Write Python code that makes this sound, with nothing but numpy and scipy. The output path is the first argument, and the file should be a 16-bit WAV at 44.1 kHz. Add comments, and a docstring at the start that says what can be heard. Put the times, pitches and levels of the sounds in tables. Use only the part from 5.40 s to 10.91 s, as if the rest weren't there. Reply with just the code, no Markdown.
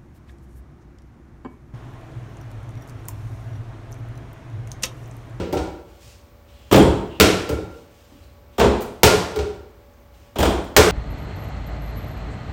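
"""Dunks on a door-hung hoop

Three dunks on a small hoop in a bare room, beginning as a ball bounces and ending on its last landing.
The backboard slams the door as runs of noise bursts, with steel rim and door panel as decaying modes.
The ball slaps the floor as noise bursts while its hollow body and enclosed air ring as modes.
Filtered-noise clothes rustle, soft steps and ticks fill the gaps over house noise and thin tones.
"""
import sys
import numpy as np
from scipy import signal
from scipy.fft import rfft, irfft
from scipy.io import wavfile
from scipy.ndimage import uniform_filter1d

SR = 44100
rng = np.random.default_rng(int(sys.argv[2]) if len(sys.argv) > 2 else 0)


def generate_wav(signal):
    """Clip the signal to [-1, 1] and save it as 16-bit WAV at the path in sys.argv[1]."""
    frames = np.transpose(np.atleast_2d(signal))
    scaled = np.clip(frames, -1, 1) * 32767
    pcm = np.round(scaled).astype(np.int16)
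    wavfile.write(sys.argv[1], SR, pcm)


N = 242991
LEAD = SR // 2  # samples of run-in, so that sounds begun before time zero can ring on


def undb(db):
    """Level law: 20 dB is a tenfold amplitude."""
    return 10 ** (np.asarray(db) / 20)


def unit(x):
    """Normalisation to a root-mean-square of 1."""
    return x / np.sqrt(np.mean(x ** 2))


def colour(x, points):
    """Minimum-phase filtering: folding the cepstrum of the gain gives a causal response of energy 1."""
    hz, db = np.transpose(points)
    size = 4096
    bin_hz = np.arange(size // 2 + 1) * SR / size
    log_gain = np.interp(np.log(bin_hz + 1), np.log(hz), db) * np.log(10) / 20
    cepstrum = irfft(log_gain)
    cepstrum[1:size // 2] *= 2
    cepstrum[size // 2 + 1:] = 0
    response = irfft(np.exp(rfft(cepstrum)))
    response /= np.sqrt(np.sum(response ** 2))
    return signal.fftconvolve(x, response)[:len(x)]


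def band(x, hz, width):
    """Simple resonance: two poles pass a band of the given width in Hz."""
    b, a = signal.iirpeak(min(hz, .45 * SR), hz / width, SR)
    return signal.lfilter(b, a, x)


def treble(x, hz):
    """High-pass filtering: keeps the part above hz."""
    return signal.sosfilt(signal.butter(4, hz, "high", fs=SR, output="sos"), x)


def decay(t, t60):
    """Exponential damping: the level falls 60 dB in t60 seconds."""
    return np.exp(-np.log(1000) * t / t60)


def ring(modes, scatter_db, seconds=.25):
    """Modal superposition: a blow excites damped modes, each by an amount set by where it lands."""
    hz, db, t60 = np.transpose(modes)[:, :, None]
    t = np.arange(int(seconds * SR)) / SR
    detune, strength = rng.standard_normal((len(modes), 2)).T[:, :, None]
    waves = np.sin(2 * np.pi * hz * (1 + 0.0084 * detune) * t) * decay(t, t60)
    gains = np.sign(detune) * undb(db + scatter_db * strength)  # random polarity and level
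    return np.sum(gains * waves, axis=0)


def contact(spread, rise=1e-4):
    """Stochastic contact: a noise burst of micro-contacts gathers and dies, with energy 1."""
    t = np.arange(SR // 8) / SR
    envelope = np.exp(-t / max(spread, 1e-4)) * (1 - np.exp(-t / max(rise, 1e-5)))
    touch = rng.standard_normal(len(t)) * envelope
    return touch / np.sqrt(np.sum(touch ** 2))


def drawn_out(x, spread):
    """Distributed excitation: a swell of small contacts feeds in the same energy as one blow."""
    t = np.arange(SR // 8) / SR
    y = signal.fftconvolve(t * contact(spread), x)
    return y * np.sqrt(np.sum(x ** 2) / np.sum(y ** 2))


def thump(hz, t60):
    """Damped oscillator: one dying swing at a single pitch."""
    t = np.arange(SR // 2) / SR
    return np.sin(2 * np.pi * hz * t) * decay(t, t60)


def swell(s, hold, attack, release):
    """Amplitude envelope: rises into s, holds, then dies away."""
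    t = np.arange(N) / SR - s
    return np.clip(1 + t / attack, 0, 1) ** 2 * np.exp(-np.maximum(t - hold, 0) / release)


def add(out, s, x):
    """Linear superposition: adds x at time s, after the run-in."""
    at = LEAD + int(s * SR)
    out[at:at + len(x)] += x[:len(out) - at]


# Spectrum of the house noise: pitch_hz [Hz], level_db [relative dB per Hz]
HOUSE_SPECTRUM = [(20, -20), (40, -2), (65, 7), (100, 1), (150, -11), (300, -11), (600, -14), (1200, -18),
                  (2500, -25), (5000, -30), (9000, -35.5), (16000, -33)]
# Thin appliance tones: pitch_hz [Hz], level_db [dB rms before the waver]
HUM_TONES = [(573, -59.5), (1130, -69.5), (2270, -76.5), (240, -66.5), (490, -67.5), (834, -69.5)]
HOUSE_DB = -49.5  # dB rms


def house():
    """Stationary noise with amplitude-modulated tones: a steady background and a wavering appliance."""
    t = np.arange(N) / SR
    out = undb(HOUSE_DB) * unit(colour(rng.standard_normal(N), HOUSE_SPECTRUM))
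    for hz, db in HUM_TONES:
        waver = unit(uniform_filter1d(rng.standard_normal(N), size=4000))
        tone = np.sqrt(2) * np.sin(2 * np.pi * (hz * t + rng.random()))
        out += undb(db + 1.5 * waver) * tone
    return out


# Decay of the room: pitch_hz [Hz], t60_s [s]
ROOM_DECAY = [(60, 0.54), (150, 0.72), (400, 0.67), (1000, 0.77), (2500, 0.65), (6000, 0.57), (10000, 0.5),
              (15000, 0.14)]


def octave_slices():
    """Frequency-dependent absorption: half-octave filters, each with the room's decay time there."""
    hz, t60 = np.transpose(ROOM_DECAY)
    for f in 40 * 2 ** np.arange(0, 9, .5):
        edges = [f / 2 ** .25, min(f * 2 ** .25, .49 * SR)]
        sos = signal.butter(2, edges, "band", fs=SR, output="sos")
        yield sos, np.interp(np.log(f), np.log(hz), t60)


# Standing waves of the room: pitch_hz [Hz], level_db [relative dB], t60_s [s]
STANDING_WAVES = [(49.4, -0.5, 0.81), (64.6, 4.5, 0.6), (80, 12, 0.1), (109.9, 9.5, 0.46), (188.6, -9, 1)]


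def room(x, wet_db, modes_db, build_s):
    """Convolution reverberation: direct sound, echoes that keep the source's ring, and standing waves."""
    t = np.arange(SR) / SR
    tail = np.zeros(SR)
    for sos, t60 in octave_slices():
        tail += signal.sosfilt(sos, rng.standard_normal(SR)) * decay(t, t60)
    response = undb(wet_db) * tail * (1 - np.exp(-t / build_s))
    response += undb(modes_db) * ring(STANDING_WAVES, 0.79, seconds=1)
    response[0] += 1  # direct sound
    return signal.fftconvolve(x, response)[:len(x)]


def wash(x, wet_db, build_s):
    """Diffuse-field energy balance: each band stores the energy of the cracks and lets it leak away."""
    out, fill = x.copy(), np.exp(-1 / (build_s * SR))
    for sos, t60 in octave_slices():
        leak = np.exp(-2 * np.log(1000) / (t60 * SR))
        poles = np.convolve([1, -fill], [1, -leak])
        energy = signal.lfilter([1 - fill], poles, signal.sosfilt(sos, x) ** 2)
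        noise = unit(signal.sosfilt(sos, rng.standard_normal(len(x))))
        out += undb(wet_db) * np.sqrt(np.abs(energy)) * noise
    return out


# Clothes and small moves: start_s [s], hold_s [s], level_db [dB], brightness [0-1]
RUSTLES = [(0.477, 0.096, -61.5, 0.44), (0.615, 0.09, -51.5, 0.72), (1.085, 0.28, -59, 0.18),
           (2.302, 0.088, -57.5, 0.5), (2.516, .33, -61.5, 0.45), (3.13, .02, -60, 0.1),
           (4.744, 0.12, -61.5, .45)]
# Narrow whistle before a landing: start_s [s], hold_s [s], level_db [dB]
WHISTLE = (1.705, .07, -50)
# Small ticks: start_s [s], level_db [dB], pitch_hz [Hz]
SMALL_TICKS = [(2.839, -23, 4110), (4.5372, -30, 6030), (4.601, -32.5, 14050), (4.745, -22, 3500)]
# Soft footfalls: start_s [s], level_db [dB], pitch_hz [Hz]
FOOTFALLS = [(0.642, -40, 101), (0.799, -50, 77), (1.038, -47.5, 79.4), (1.189, -43.5, 81.5),
             (2.721, -40, 275), (2.797, -42, 63)]
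RUSTLE_ATTACK_S, RUSTLE_RELEASE_S = 0.032, 0.041
WHISTLE_EDGE_S = .025


def player():
    """Filtered friction noise and damped impulses: grainy clothes, a whistle, ticks and soft steps."""
    out = np.zeros(LEAD + N)
    flutter = unit(uniform_filter1d(rng.standard_normal(N), size=300))
    grain = rng.standard_normal(N) * undb(1.4 * flutter)
    low, high = unit(band(grain, 3000, 1200)), unit(band(grain, 5300, 4000))
    for s, hold, db, brightness in RUSTLES:
        share = np.clip(brightness, 0, 1)
        cloth = (1 - share) * low + share * high
        out[LEAD:] += undb(db) * cloth * swell(s, hold, RUSTLE_ATTACK_S, RUSTLE_RELEASE_S)
    s, hold, db = WHISTLE
    whistle = unit(band(rng.standard_normal(N), 2880, 250))
    out[LEAD:] += undb(db) * whistle * swell(s, hold, WHISTLE_EDGE_S, WHISTLE_EDGE_S)
    for s, db, hz in SMALL_TICKS:
        add(out, s, undb(db) * band(contact(0.002), hz, hz / 4))
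    for s, db, hz in FOOTFALLS:
        add(out, s, undb(db) * thump(hz, 0.063))
    return out


# Thin metallic ring after one rebound: start_s [s], level_db [dB], pitch_hz [Hz], t60_s [s]
METAL_RING = (2.12, -49, 3742, .7)


def thin_ring(out):
    """Single-mode resonance: adds one thin metallic ring."""
    s, db, hz, t60 = METAL_RING
    add(out, s, undb(db) * thump(hz, t60))


# Hard landings and soft rebounds, each of two touches: start_s [s], slap_db [dB],
# treble_db [dB re slap], body_db [dB], air_db [dB re body], gap_s [s to second touch],
# second_slap_db [dB re first slap]
LANDINGS = [(-.19, 15, -14, -5.5, -22, .009, -10), (0.1256, -3, -8.5, -20, -12.5, .044, 1.5),
            (1.7996, 17.5, -1.5, -11, -6, .009, 4), (2.0906, -2.5, -6, -20.5, -13, .029, -22),
            (3.6323, 23.5, -7, -10, -7.5, .0083, -4.5), (3.9591, -5.5, -7.5, -19, -16.5, 0.029, 3.5),
            (5.3644, 24, -6, -9, -7, 0.0097, -7)]
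# Spectrum of the skin's slap: pitch_hz [Hz], level_db [relative dB per Hz]
SLAP_SPECTRUM = [(100, -12), (300, -12), (430, 0), (650, -9), (1000, -12), (2300, -14), (4000, -15),
                 (6000, -17.5), (8000, -26.5), (12000, -52.5)]
# Modes of the hollow body: pitch_hz [Hz], level_db [relative dB], t60_s [s]
BODY_MODES = [(182, -9, 0.16), (276.4, -4.5, 0.056), (342.8, -7.5, 0.11), (377.4, -0.5, 0.083),
              (430, 1, 0.075), (463, -5, 0.064), (571, 0, 0.03), (762, -6, 0.026), (970, -8, 0.021)]
# Air modes inside the ball: pitch_hz [Hz], level_db [relative dB], t60_s [s]
AIR_MODES = [(1350, -2, .09), (1390, 0, .12), (1464, -3, .07), (2250, -9, .09)]
SLAP_PER_GAP, RISE_PER_GAP = 0.34, 0.018  # slap decay and rise times as shares of the gap
SECOND_TREBLE_DB, SECOND_BODY_DB = -13.5, -4.5  # changes at the duller second touch
ROLL_S = .008  # spread of the contacts that feed the body
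THUD_DB = -5  # floor thud re the body


def ball():
    """Impact and shell resonance: skin slaps, the hollow ball rings, the floor thuds; slaps and rings."""
    slap, top, body = np.zeros((3, LEAD + N))
    for first, slap_db, treble_db, body_db, air_db, gap, second_db in LANDINGS:
        touches = (
            (first, slap_db, treble_db, body_db),
            (first + gap, slap_db + second_db, treble_db + SECOND_TREBLE_DB, body_db + SECOND_BODY_DB))
        for s, skin_db, top_db, db in touches:
            touch = contact(SLAP_PER_GAP * gap, RISE_PER_GAP * gap)  # wider gap: longer, softer slap
            add(slap, s, undb(skin_db) * touch)
            add(top, s, undb(skin_db + top_db) * touch)
            add(body, s, undb(db) * drawn_out(ring(BODY_MODES, 1.7), ROLL_S))
            add(body, s, undb(db + air_db) * drawn_out(ring(AIR_MODES, 0.94, seconds=.5), ROLL_S))
            add(body, s + gap / 2, undb(db + THUD_DB) * thump(78, 0.13))
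    return colour(slap, SLAP_SPECTRUM) + treble(top, 7800), body


# Ball brushing free of the net: start_s [s], level_db [dB], decay_s [s]
NET_BRUSHES = [(3.405, -11, .012), (3.417, -9.5, 0.011), (5.24, -24, .006)]


def net():
    """Friction noise: short treble bursts as the ball brushes free of the net."""
    out = np.zeros(LEAD + N)
    for s, db, spread in NET_BRUSHES:
        add(out, s, undb(db) * contact(spread, rise=.004))
    return treble(out, 2500)


# Backboard knocks, a quick run per dunk: start_s [s], door_db [dB], crack_db [dB],
# treble_db [dB re crack], thump_db [dB]
BOARD_KNOCKS = [(1.3123, -16, 11, -21, -47), (1.3248, -15, 16, -11.5, -34), (1.3405, -13, 15.5, -27, -17),
                (1.359, -30, 11.5, -11.5, -16), (1.3797, -22, 5, -18.5, -40.5), (1.4, -23, -12.5, -22, -14),
                (1.429, -25.5, -21, -17.5, -8.5), (1.467, -28, -27, -17, -23.5),
                (3.1816, -18.5, 6, -17, -42), (3.196, -22.5, 14.5, -19, -25), (3.2107, -25, 13, -40, -12.5),
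                (3.226, -21.5, -8, -16, -41.5), (3.242, -32, 4.5, -31.5, -45.5),
                (3.2879, -30.5, -22, -18, -27.5), (4.957, -28.5, 0, -22, -39), (4.9853, -24, 7, -9.5, -18),
                (5.002, -22.5, 9, -15, -10), (5.0269, -23, 12.5, -15.5, -31), (5.053, -41, 8.5, -20, -22),
                (5.0976, -35, -11, -5, -16)]
# Spectrum of a crack: pitch_hz [Hz], level_db [relative dB per Hz]
CRACK_SPECTRUM = [(300, -1), (700, 4.5), (1300, -5.5), (2000, -12.5), (2600, -8.5), (3300, -8.5),
                  (4200, -17), (6000, -17.5), (8000, -31), (12000, -51)]
# Modes of the steel rim: pitch_hz [Hz], level_db [relative dB], t60_s [s]
RIM_MODES = [(3150, -3, 0.045), (3380, -0.5, 0.033), (7000, -5, 0.04), (7300, -11.5, .015),
             (8060, -4.5, 0.02), (8700, -8, .015), (9250, -8.5, .025), (9800, -9.5, 0.016),
             (13800, -4.5, .015), (14300, -13.5, 0.017)]
# Modes of the door panel: pitch_hz [Hz], level_db [relative dB], t60_s [s]
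DOOR_MODES = [(118, -7.5, 0.09), (190, -3.5, 0.1), (252.7, -3, 0.058), (336.3, 7.5, 0.041),
              (438.6, 7.5, 0.037), (523, -2.5, 0.075), (648, -5, .04), (806, -8, 0.075), (910, -0.5, 0.028),
              (1310, -10.5, 0.018), (1560, -12, 0.025)]
CHATTER_S, KNOCK_RISE_S = 0.0073, 0.0047  # the loose board never lands in one clean tick
RIM_RING_DB = -21.5  # re the treble of a knock
DOOR_SCATTER_DB = 2.5


def dunks():
    """Impact excitation of plates: knocks crack, ring the rim, drive the door; cracks and rings."""
    crack, top, body = np.zeros((3, LEAD + N))
    for s, door_db, crack_db, top_db, thump_db in BOARD_KNOCKS:
        touch = contact(CHATTER_S, KNOCK_RISE_S)
        add(crack, s, undb(crack_db) * touch)
        add(top, s, undb(crack_db + top_db) * touch)
        add(body, s, undb(crack_db + top_db + RIM_RING_DB) * ring(RIM_MODES, 1.5))
        add(body, s, undb(door_db) * drawn_out(ring(DOOR_MODES, DOOR_SCATTER_DB), CHATTER_S))
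        add(body, s, undb(thump_db) * thump(62, 0.076))
    return colour(crack, CRACK_SPECTRUM) + treble(top, 7100), body


def scene():
    """Superposition of sources: bursts wash diffusely, rings echo, and the house noise lies beneath."""
    cracks, door = dunks()
    slaps, rings = ball()
    near = wash(cracks + net() + slaps, -32.5, 0.00062)
    near += room(door, -28, -63.5, 0.011)
    near += room(rings + player(), -31, -58.5, 0.0034)
    thin_ring(near)
    return (near[LEAD:] + house())[None]


# Microphone response, with port dip and peak: pitch_hz [Hz], level_db [relative dB]
MIC_RESPONSE = [(100, -1), (8000, -5), (9500, -5.5), (10800, -10.5), (12500, -4.5), (14500, 0.5),
                (16000, 0)]
TOP_HZ = 15900  # upper limit of the passband


def record(dry):
    """Band-limited transduction: a phone colours treble, trims deep bass, clips peaks and cuts the top."""
    coloured = colour(dry[0], MIC_RESPONSE)
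    trimmed = signal.sosfilt(signal.butter(3, 38, "high", fs=SR, output="sos"), coloured)
    clipped = np.clip(trimmed, -1, 1)
    top_cut = signal.ellip(10, .2, 70, TOP_HZ, fs=SR, output="sos")
    return signal.sosfilt(top_cut, clipped)[None]


dry = scene()
out = record(dry)
generate_wav(out)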